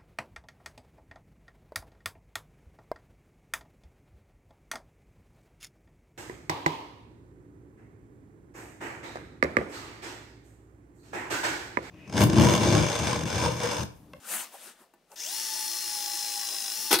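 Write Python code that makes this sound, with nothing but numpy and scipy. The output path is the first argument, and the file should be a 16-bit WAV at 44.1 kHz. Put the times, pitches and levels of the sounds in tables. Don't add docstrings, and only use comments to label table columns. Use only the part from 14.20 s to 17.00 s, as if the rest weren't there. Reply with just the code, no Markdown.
import sys
import numpy as np
from scipy import signal
from scipy.fft import rfft, irfft, next_fast_len
from scipy.io import wavfile
from scipy.ndimage import uniform_filter1d

SR = 44100
rng = np.random.default_rng(int(sys.argv[2]) if len(sys.argv) > 2 else 0)


def magnitude_from_level(level_db):
    exponent = np.asarray(level_db, float) / 20
    return 10 ** exponent


def put_to_file(sound):
    columns = np.atleast_2d(sound).T
    safe = np.clip(columns, -1, 1)
    whole_steps = np.round(safe * 32767)
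    wavfile.write(sys.argv[1], SR, whole_steps.astype(np.int16))


N = 123479
T = np.arange(N) / SR

# (time [s], speed [turns/s])
MOTOR_SPEED = [(0.96, 120), (1.05, 270), (1.085, 345), (1.11, 394), (1.15, 426), (1.212, 443), (1.25, 443),
               (1.31, 435), (1.44, 432), (1.55, 423), (1.61, 426), (1.83, 413.5), (2.06, 413), (2.24, 407),
               (2.35, 398), (2.51, 395), (2.58, 433), (2.64, 436), (2.8, 420)]
ORDERS = [.797, 2, 2.75, 4, 4.75, 10, 12, 12.406, 12.9284, 13.0592, 13.19, 13.3208, 22.406, 23.78, 24,
          25.141]
# (level [dB rms], wobble [dB], wobble rate [1/s])
ORDER_LEVELS = [(-69, 6.0, 9), (-51, 3, 32), (-62.5, 6, 19), (-59, 2.5, 12), (-63, 4, 13),
                (-44.5, 1.13, 7.7), (-52.5, 1, 20), (-51, 0.5, 12), (-51, 2, 5.7), (-57, 0.5, 8.4),
                (-50, 1.5, 11), (-50.5, 2, 10), (-61.5, 6, 9), (-54.5, 2.5, 36), (-56, 1.5, 15),
                (-49, 2, 22)]
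RUN_UP_CHANGE = [-6, -3, -6, -3, -3, 3, -12, -14, -14, -14, -14, -14, -3, -3, 4, 3]
# (time [s], level [dB])
BIT_PRESSURE = [(1.2, 1), (1.25, -3), (1.35, 3.5), (1.5, -0.5), (1.6, -3), (1.75, 1), (1.81, 5),
                (2.0, -0.5), (2.23, 0), (2.34, -0.5), (2.55, -1), (2.7, 0)]
# (frequency [Hz], width [Hz], lift [dB])
TONE_LIFTS = [(824, 27, 6), (3000, 1000, 3), (5225, 610, 8.5), (9460, 470, 10), (10470, 1000, 8)]
# (frequency [Hz], width [Hz], level [dB])
HOUSING_MODES = [(1973, 82, -57), (2850, 22, -57), (3590, 530, -52.5), (5430, 320, -48), (6120, 470, -49)]
# (time [s], peak level [dB])
GEAR_TICKS = [(1.004, -33), (1.0114, -30), (1.0176, -32), (1.0386, -32), (1.0446, -29.5), (1.05, -29)]
# (frequency [Hz], density [dB/Hz])
FAN_HISS = [(200, -28), (1200, -25), (2400, -18), (5000, -12), (9500, -10.5), (12500, -13), (14300, -17.5),
            (16000, -9.5)]
# (frequency [Hz], level [dB], t60 [s])
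LID_MODES = [(220, -12.5, 0.31), (344.5, -4.5, 0.41), (487.7, -9, 0.26), (642, -6.5, 0.45),
             (824.8, 1.5, 0.14), (961, 1.5, 0.12), (1148, -2, 0.091), (1500, -0.5, 0.14), (1772, -5, 0.47),
             (1836, -7.5, 0.055), (1996, -3.5, 0.11), (2720, 5, 0.082), (3346, -15, 0.12)]
# (frequency [Hz], level [dB], t60 [s])
CHUCK_MODES = [(2200, -11.5, 0.16), (2708, -10.5, 0.26), (3240, -4.5, 0.15), (3410, -2.5, .15),
               (4204, -10, 0.096), (5486, -17, 0.089), (6557, -9, 0.13), (7600, -19, 0.085),
               (8530, -9, 0.037), (9700, -12, 0.039)]
# (time [s], level [dB])
CHUCK_HITS = [
    (2.7155, -43),
    (2.7235, -36),
    (2.7283, -27.5),
    (2.7305, -32.5),
    (2.7365, -32),
    (2.7405, -30.5),
    (2.747, -36),
    (2.753, -32.5),
    (2.758, -41.5),
]
# (time [s], level [dB], frequency [Hz], t60 [s], swell [s])
SHEET_BOOMS = [
    (2.707, -23, 290, 0.046, 0.0059),
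    (2.727, -20, 829, 0.046, .002),
    (2.7275, -22, 1500, 0.033, 0.00091),
    (2.75, -29.5, 1480, .05, 0.0025),
    (2.727, -22, 404, 0.044, 0.0028),
    (2.76, -19.5, 345, 0.19, 0.0063),
    (2.71, -30, 1750, 0.071, .003),
    (2.712, -32, 230, .12, 0.0053),
    (2.748, -36, 829, 0.071, 0.0044),
]
# (time [s], level [dB], lowest [Hz], highest [Hz], t60 [s])
CHIP_SNAPS = [
    (2.7283, -18.5, 7300, 12000, .03),
    (2.736, -28, 7700, 9600, 0.063),
    (3, -30, 7000, 11000, .05),
    (2.788, -25, 9200, 15900, .02),
    (.917, -53.5, 4800, 9800, 0.027),
    (.9585, -48, 2600, 17000, 0.1),
]
# (time [s], level [dB],
# softness [Hz], crack [dB], crack t60 [s])
LID_BLOWS = [(0.736, -58, 1500, 1.5, 0.046), (.917, -63, 6000, 15, 0.025), (.933, -75, 6000, 16, .015),
             (0.9427, -70, 6000, 16, .015), (2.706, -22, 407, 5.5, 0.15), (2.713, -26, 1500, -14, 0.033),
             (2.717, -36, 1500, 2, 0.058), (2.728, -29, 5030, 9.5, 0.097), (2.7281, -37, 9000, 14.5, 0.016),
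             (2.74, -36.5, 5050, 11, 0.15), (2.752, -35.5, 6000, 1, 0.088), (2.787, -39, 3000, 11, 0.16)]
# (frequency [Hz], density [dB/Hz])
CRACK_SPECTRUM = [(200, -12.5), (850, -12.5), (2500, -14), (3300, -17.5), (5000, -13), (8600, -16),
                  (16000, -16.5)]
# (peak time [s], level [dB], rise [dB/s], fall [dB/s])
LID_SLIDES = [
    (.0, -102, 300, 103),
    (0.14, -33, 199, 211),
    (0.218, -39.5, 200, 297),
    (.352, -54, 248, 295),
    (.425, -58.5, 254, 110),
    (0.488, -48.5, 98, 354),
    (.62, -57, 257, 350),
    (0.928, -57.5, 405, 294),
]
# (frequency [Hz], density [dB/Hz])
RUB_SPECTRUM = [(88, -67), (150, -32), (231, 1), (376, -40), (545, -5.5), (1360, -2.5), (5360, -10),
                (7500, -7), (16000, -15.5)]
# (frequency [Hz], width [Hz], level [dB])
RIM_WHISTLES = [(8700, 33, -11), (8200, 65, -23), (8400, 40, 5), (9730, 140, 3)]
# (time [s], level [dB], centre [Hz], length [s])
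SOFT_BUMPS = [(0.11, -76, 248, 0.018), (0.216, -73, 257, 0.025), (0.349, -48, 690, 0.014),
              (0.484, -57, 288, 0.017), (0.616, -62.5, 260, 0.014), (0.62, -63.5, 815, 0.028),
              (0.03, -63.5, 260, 0.059), (0.927, -53, 626, 0.014), (2.328, -53.5, 473, 0.025),
              (2.62, -59, 214, 0.045), (2.632, -65, 350, 0.026)]
# (middle time [s], level [dB], half length [s])
PALM_SWEEPS = [
    (0.103, -41.5, 0.037),
    (0.149, -33.5, 0.033),
    (0.214, -40, 0.028),
    (0.346, -52.5, 0.024),
    (.45, -51, 0.052),
    (0.617, -64.5, 0.027),
    (0.932, -60, 0.028),
]
# (frequency [Hz], density [dB/Hz])
FLOOR_SPECTRUM = [(30, -2), (110, -22), (170, -2.5), (350, -3), (600, -2.5), (1200, -12.5), (5000, -18.5),
                  (16000, -28)]
# (frequency [Hz], correlation [1])
LIKENESS = [(60, .5), (130, .9), (1000, .9), (2500, .75), (6000, .55), (14000, .35)]
# (frequency [Hz], left over right [dB])
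LEFT_OVER_RIGHT = [(60, 6), (240, 0), (950, 2.5), (3770, 4), (15000, 5)]

CARRIER_RATIO = .1308


def rms_one(x):
    return x / np.sqrt(np.mean(x ** 2) + 1e-20)


def passed(x, order, hz, kind="low"):
    return signal.sosfilt(signal.butter(order, hz, kind, fs=SR, output="sos"), x)


def at_hz(points, hz):
    table_hz, values = np.transpose(points)
    return np.interp(np.log(hz), np.log(table_hz), values)


def drift(rate):
    r = np.exp(-80 * np.pi * rate / SR)
    slow = signal.lfilter([1], [1, -2 * r, r * r], rng.standard_normal(N // 40 + 2002))[2000:]
    return np.interp(np.arange(N) / 40, np.arange(len(slow)), rms_one(slow - slow.mean()))


def ring(drive, hz, t60):
    r, w = magnitude_from_level(-60 / (t60 * SR)), 2 * np.pi * hz / SR
    return signal.lfilter([0, np.sin(w)], [1, -2 * r * np.cos(w), r * r], drive + 1e-18)


def sides(hz):
    return magnitude_from_level(at_hz(LEFT_OVER_RIGHT, hz) * np.array([[.5], [-.5]]))


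def noise(spectrum, patchy_db):
    out, edges = 0, 30 * 2 ** np.arange(0, 9.4, 1 / 3)
    white = rng.standard_normal((2, 2, N))
    for k, (low, high) in enumerate(zip(edges, edges[1:])):
        mid, side = passed(white[k % 2], 2, [low, high], "band")
        hz = np.sqrt(low * high)
        alike = np.clip(at_hz(LIKENESS, hz), 0, 1)
        gain = magnitude_from_level(at_hz(spectrum, hz) + patchy_db * drift(4.7)) * sides(hz)
        out = out + gain * (np.sqrt(1 + alike) * mid + np.sqrt(1 - alike) * side * [[1], [-1]])
    return rms_one(out)


def lid(drive, damping=1):
    out = 0
    for k, (hz, db, t60) in enumerate(LID_MODES):
        out = out + (-1) ** k * magnitude_from_level(db) * ring(drive, hz, t60 * damping)
    return out


def drill():
    start_s, spin_up_s, stop_s, stall_s = .957, .014, 2.745, .01
    flutter = 1 + .0015 * drift(30.3)
    speed = uniform_filter1d(np.interp(T, *np.transpose(MOTOR_SPEED)), size=900) * flutter
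    turns = 2 * np.pi * np.cumsum(speed) / SR
    pace = speed / 420
    on = 1 - np.exp(-np.maximum(T - start_s, 0) / spin_up_s)
    on = on * magnitude_from_level(-13 * np.clip((T - stop_s) / stall_s, 0, 1))
    bite = .006 * np.clip(435 - speed, 0, 40) * (T > 1.2)
    throb = 1 + (.15 + bite) * np.cos(CARRIER_RATIO * turns)
    throb = throb + .25 * np.cos(2 * CARRIER_RATIO * turns + 1)

    near = on * pace ** 0.073 * (gears(throb) + cutting(throb))
    fan = pace ** 1.3 * throb ** 0.043 * magnitude_from_level(-34.5) * noise(FAN_HISS, patchy_db=1.0)
    return near, on * (motor_tones(speed, turns) * pace ** 1.9 + fan)


def motor_tones(speed, turns):
    press_db = np.interp(T, *np.transpose(BIT_PRESSURE))
    run_up = np.clip((1.146 - T) / 0.089, 0, 1)
    rough = passed(rng.standard_normal((2, N)), 2, 350)
    rough = rms_one(rough + rough[0]) * sides(8000)
    tones = magnitude_from_level(-35.5) * run_up * rough * np.sin(24.6 * turns)
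    for order, (db, wobble_db, rate), run_db in zip(ORDERS, ORDER_LEVELS, RUN_UP_CHANGE):
        lift_db = 0
        for hz, width, top_db in TONE_LIFTS:
            lift_db = lift_db + top_db / (1 + (2 * (order * speed - hz) / width) ** 2)
        level_db = db + run_db * run_up + press_db * (order in (2, 4))
        level_db = level_db + lift_db + wobble_db * drift(rate)
        blurred = turns + .025 * drift(62)
        wave = np.sin(order * blurred + [[0], [order / 25]])
        tones = tones + magnitude_from_level(level_db) * sides(order * 420) * wave
    return tones


def gears(throb):
    knock = rng.random(N) < 2700 * throb ** 2 / SR
    teeth = magnitude_from_level(2.0 * np.minimum(rng.exponential(1, N), 5)) * rng.choice([-1, 1], N) * knock
    dealt = rng.integers(0, 12, N)
    rattle = 0
    for k, hz in enumerate(np.geomspace(4975, 7490, 12)):
        rattle = rattle + ring(teeth * (dealt == k), hz, 51 / hz)
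    housing = 0
    for hz, width, db in HOUSING_MODES:
        housing = housing + magnitude_from_level(db) * rms_one(ring(teeth, hz, 3.7 / width)) * sides(hz)
    ticks = np.zeros(N)
    for s, db in GEAR_TICKS:
        ticks[int(s * SR)] = magnitude_from_level(db - 1)
    ticks = ring(ticks, 5600, .006) - ring(ticks, 6360, 0.009)
    bright = (magnitude_from_level(-44.5) * rms_one(rattle) + ticks) * sides(5500)
    return passed(bright + housing * throb, 2, 1620, "high")


def cutting(throb):
    return magnitude_from_level(-54.5) * rms_one(lid(rng.standard_normal(N) * throb))


def slam():
    hits = np.zeros((len(CHUCK_MODES), N))
    for s, db in CHUCK_HITS:
        strength, sign = rng.standard_normal((2, len(CHUCK_MODES)))
        hits[:, int(s * SR)] = magnitude_from_level(db + 2.1 * strength) * np.sign(sign)
    near = 0
    for row, (hz, db, t60) in zip(hits, CHUCK_MODES):
        near = near + magnitude_from_level(db) * ring(row, hz, t60)
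    near = near * magnitude_from_level(-60 * np.maximum(T - 2.766, 0) / .04)
    settle = np.maximum(T - 2.781, 0) / .035
    for s, db, hz, t60, swell in SHEET_BOOMS:
        since = np.maximum(T - s, 0)
        level = magnitude_from_level(db - 60 * (since / t60 + settle)) * (1 - np.exp(-since / swell))
        near = near + level * np.sin(2 * np.pi * hz * since)
    white, snaps = rng.standard_normal((2, N)), 0
    for s, db, low_hz, high_hz, t60 in CHIP_SNAPS:
        bright = passed(white + white[0], 3, [low_hz, high_hz], "band")
        dying = magnitude_from_level(db - 60 * np.maximum(T - s, 0) / t60) * (T > s)
        snaps = snaps + dying * rms_one(bright)
    return near, snaps * sides(10000)


def blows():
    drive, crack = np.zeros(N), np.zeros(N)
    for s, db, soft_hz, crack_db, t60 in LID_BLOWS:
        i = int(s * SR)
        after = T[:N - i]
        push = T * np.exp(-2 * np.pi * soft_hz * T)
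        drive[i:] += magnitude_from_level(db) * push[:N - i] / push.sum()
        attack = np.minimum(after * soft_hz / 4, 1)
        crack[i:] += magnitude_from_level(db + crack_db - 60 * after / t60) * attack
    return lid(drive, damping=.65), crack * noise(CRACK_SPECTRUM, patchy_db=4.5)


def slides():
    hand_damping = .45
    rub = 0
    for s, db, rise, fall in LID_SLIDES:
        rub = rub + magnitude_from_level(db - np.where(T < s, rise * (s - T), fall * (T - s)))
    rub = uniform_filter1d(rub, int(0.052 * SR)) * magnitude_from_level(0.7 * drift(68.0))
    white = rng.standard_normal((2, N))
    rim = 0
    for hz, width, db in RIM_WHISTLES:
        rim = rim + magnitude_from_level(db) * rms_one(ring(white + white[0], hz, 2.0 / width)) * sides(hz)
    steady = lid(white[0], hand_damping)
    sheet = magnitude_from_level(-16) * lid(white[0] * rub, hand_damping) / steady.std()
    for s, db, hz, length in SOFT_BUMPS:
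        dull = passed(white[1], 2, [hz / 1.43, hz * 1.39], "band")
        sheet = sheet + magnitude_from_level(db) * rms_one(dull) * np.exp(-.5 * ((T - s) / length) ** 2)
    air = passed(rng.standard_normal((2, N)) + white[1], 6, 7700, "high")
    air = rms_one(passed(air, 2, 11200)) * sides(10000)
    sweeps = sum(magnitude_from_level(db) * np.exp(-((T - s) / half) ** 2) for s, db, half in PALM_SWEEPS)
    friction = noise(RUB_SPECTRUM, patchy_db=2.5) + magnitude_from_level(-13) * rms_one(rim)
    return sheet, sweeps * air + rub * friction


def thump():
    since = np.maximum(T - 2.708, 0)
    hz, t60 = 70, 0.25
    low = passed(rng.standard_normal(N), 2, [hz / 2.0, hz * 1.6], "band")
    return magnitude_from_level(-51.5 - 60 * since / t60) * np.minimum(since / 0.0093, 1) * rms_one(low)


def workshop(x):
    t60_s = .35
    size = next_fast_len(N + SR)
    w = 2 * np.pi * np.arange(size // 2 + 1) / size
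    lags = (rng.uniform(.012, .04, (2, 6, 1)) * SR).round()
    loop = magnitude_from_level(-60 * lags / SR / t60_s) * np.exp(-1j * w * lags)
    echoes = (loop / (1 - loop)).sum(axis=1)
    return irfft(rfft(x, size) * echoes, size)[:, :N] / 2


def room_floor():
    return magnitude_from_level(-68.5) * noise(FLOOR_SPECTRUM, patchy_db=-0.5)


def scene():
    parts = drill(), slam(), blows(), slides()
    near = sum(part[0] for part in parts)
    wide = sum(part[1] for part in parts)
    room = magnitude_from_level(-7.5) * passed(workshop(near), 1, 900, "high")
    return passed(near + room + wide, 3, 190, "high") + thump() + room_floor()


def roll_off(x):
    return signal.sosfilt(signal.butter(12, 17050, fs=SR, output="sos"), x)


def record(dry):
    top_cut = signal.ellip(12, .5, 70, 15750, fs=SR, output="sos")
    mix = signal.sosfilt(top_cut, dry)
    return roll_off(mix)


dry = scene()
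out = record(dry)
put_to_file(out)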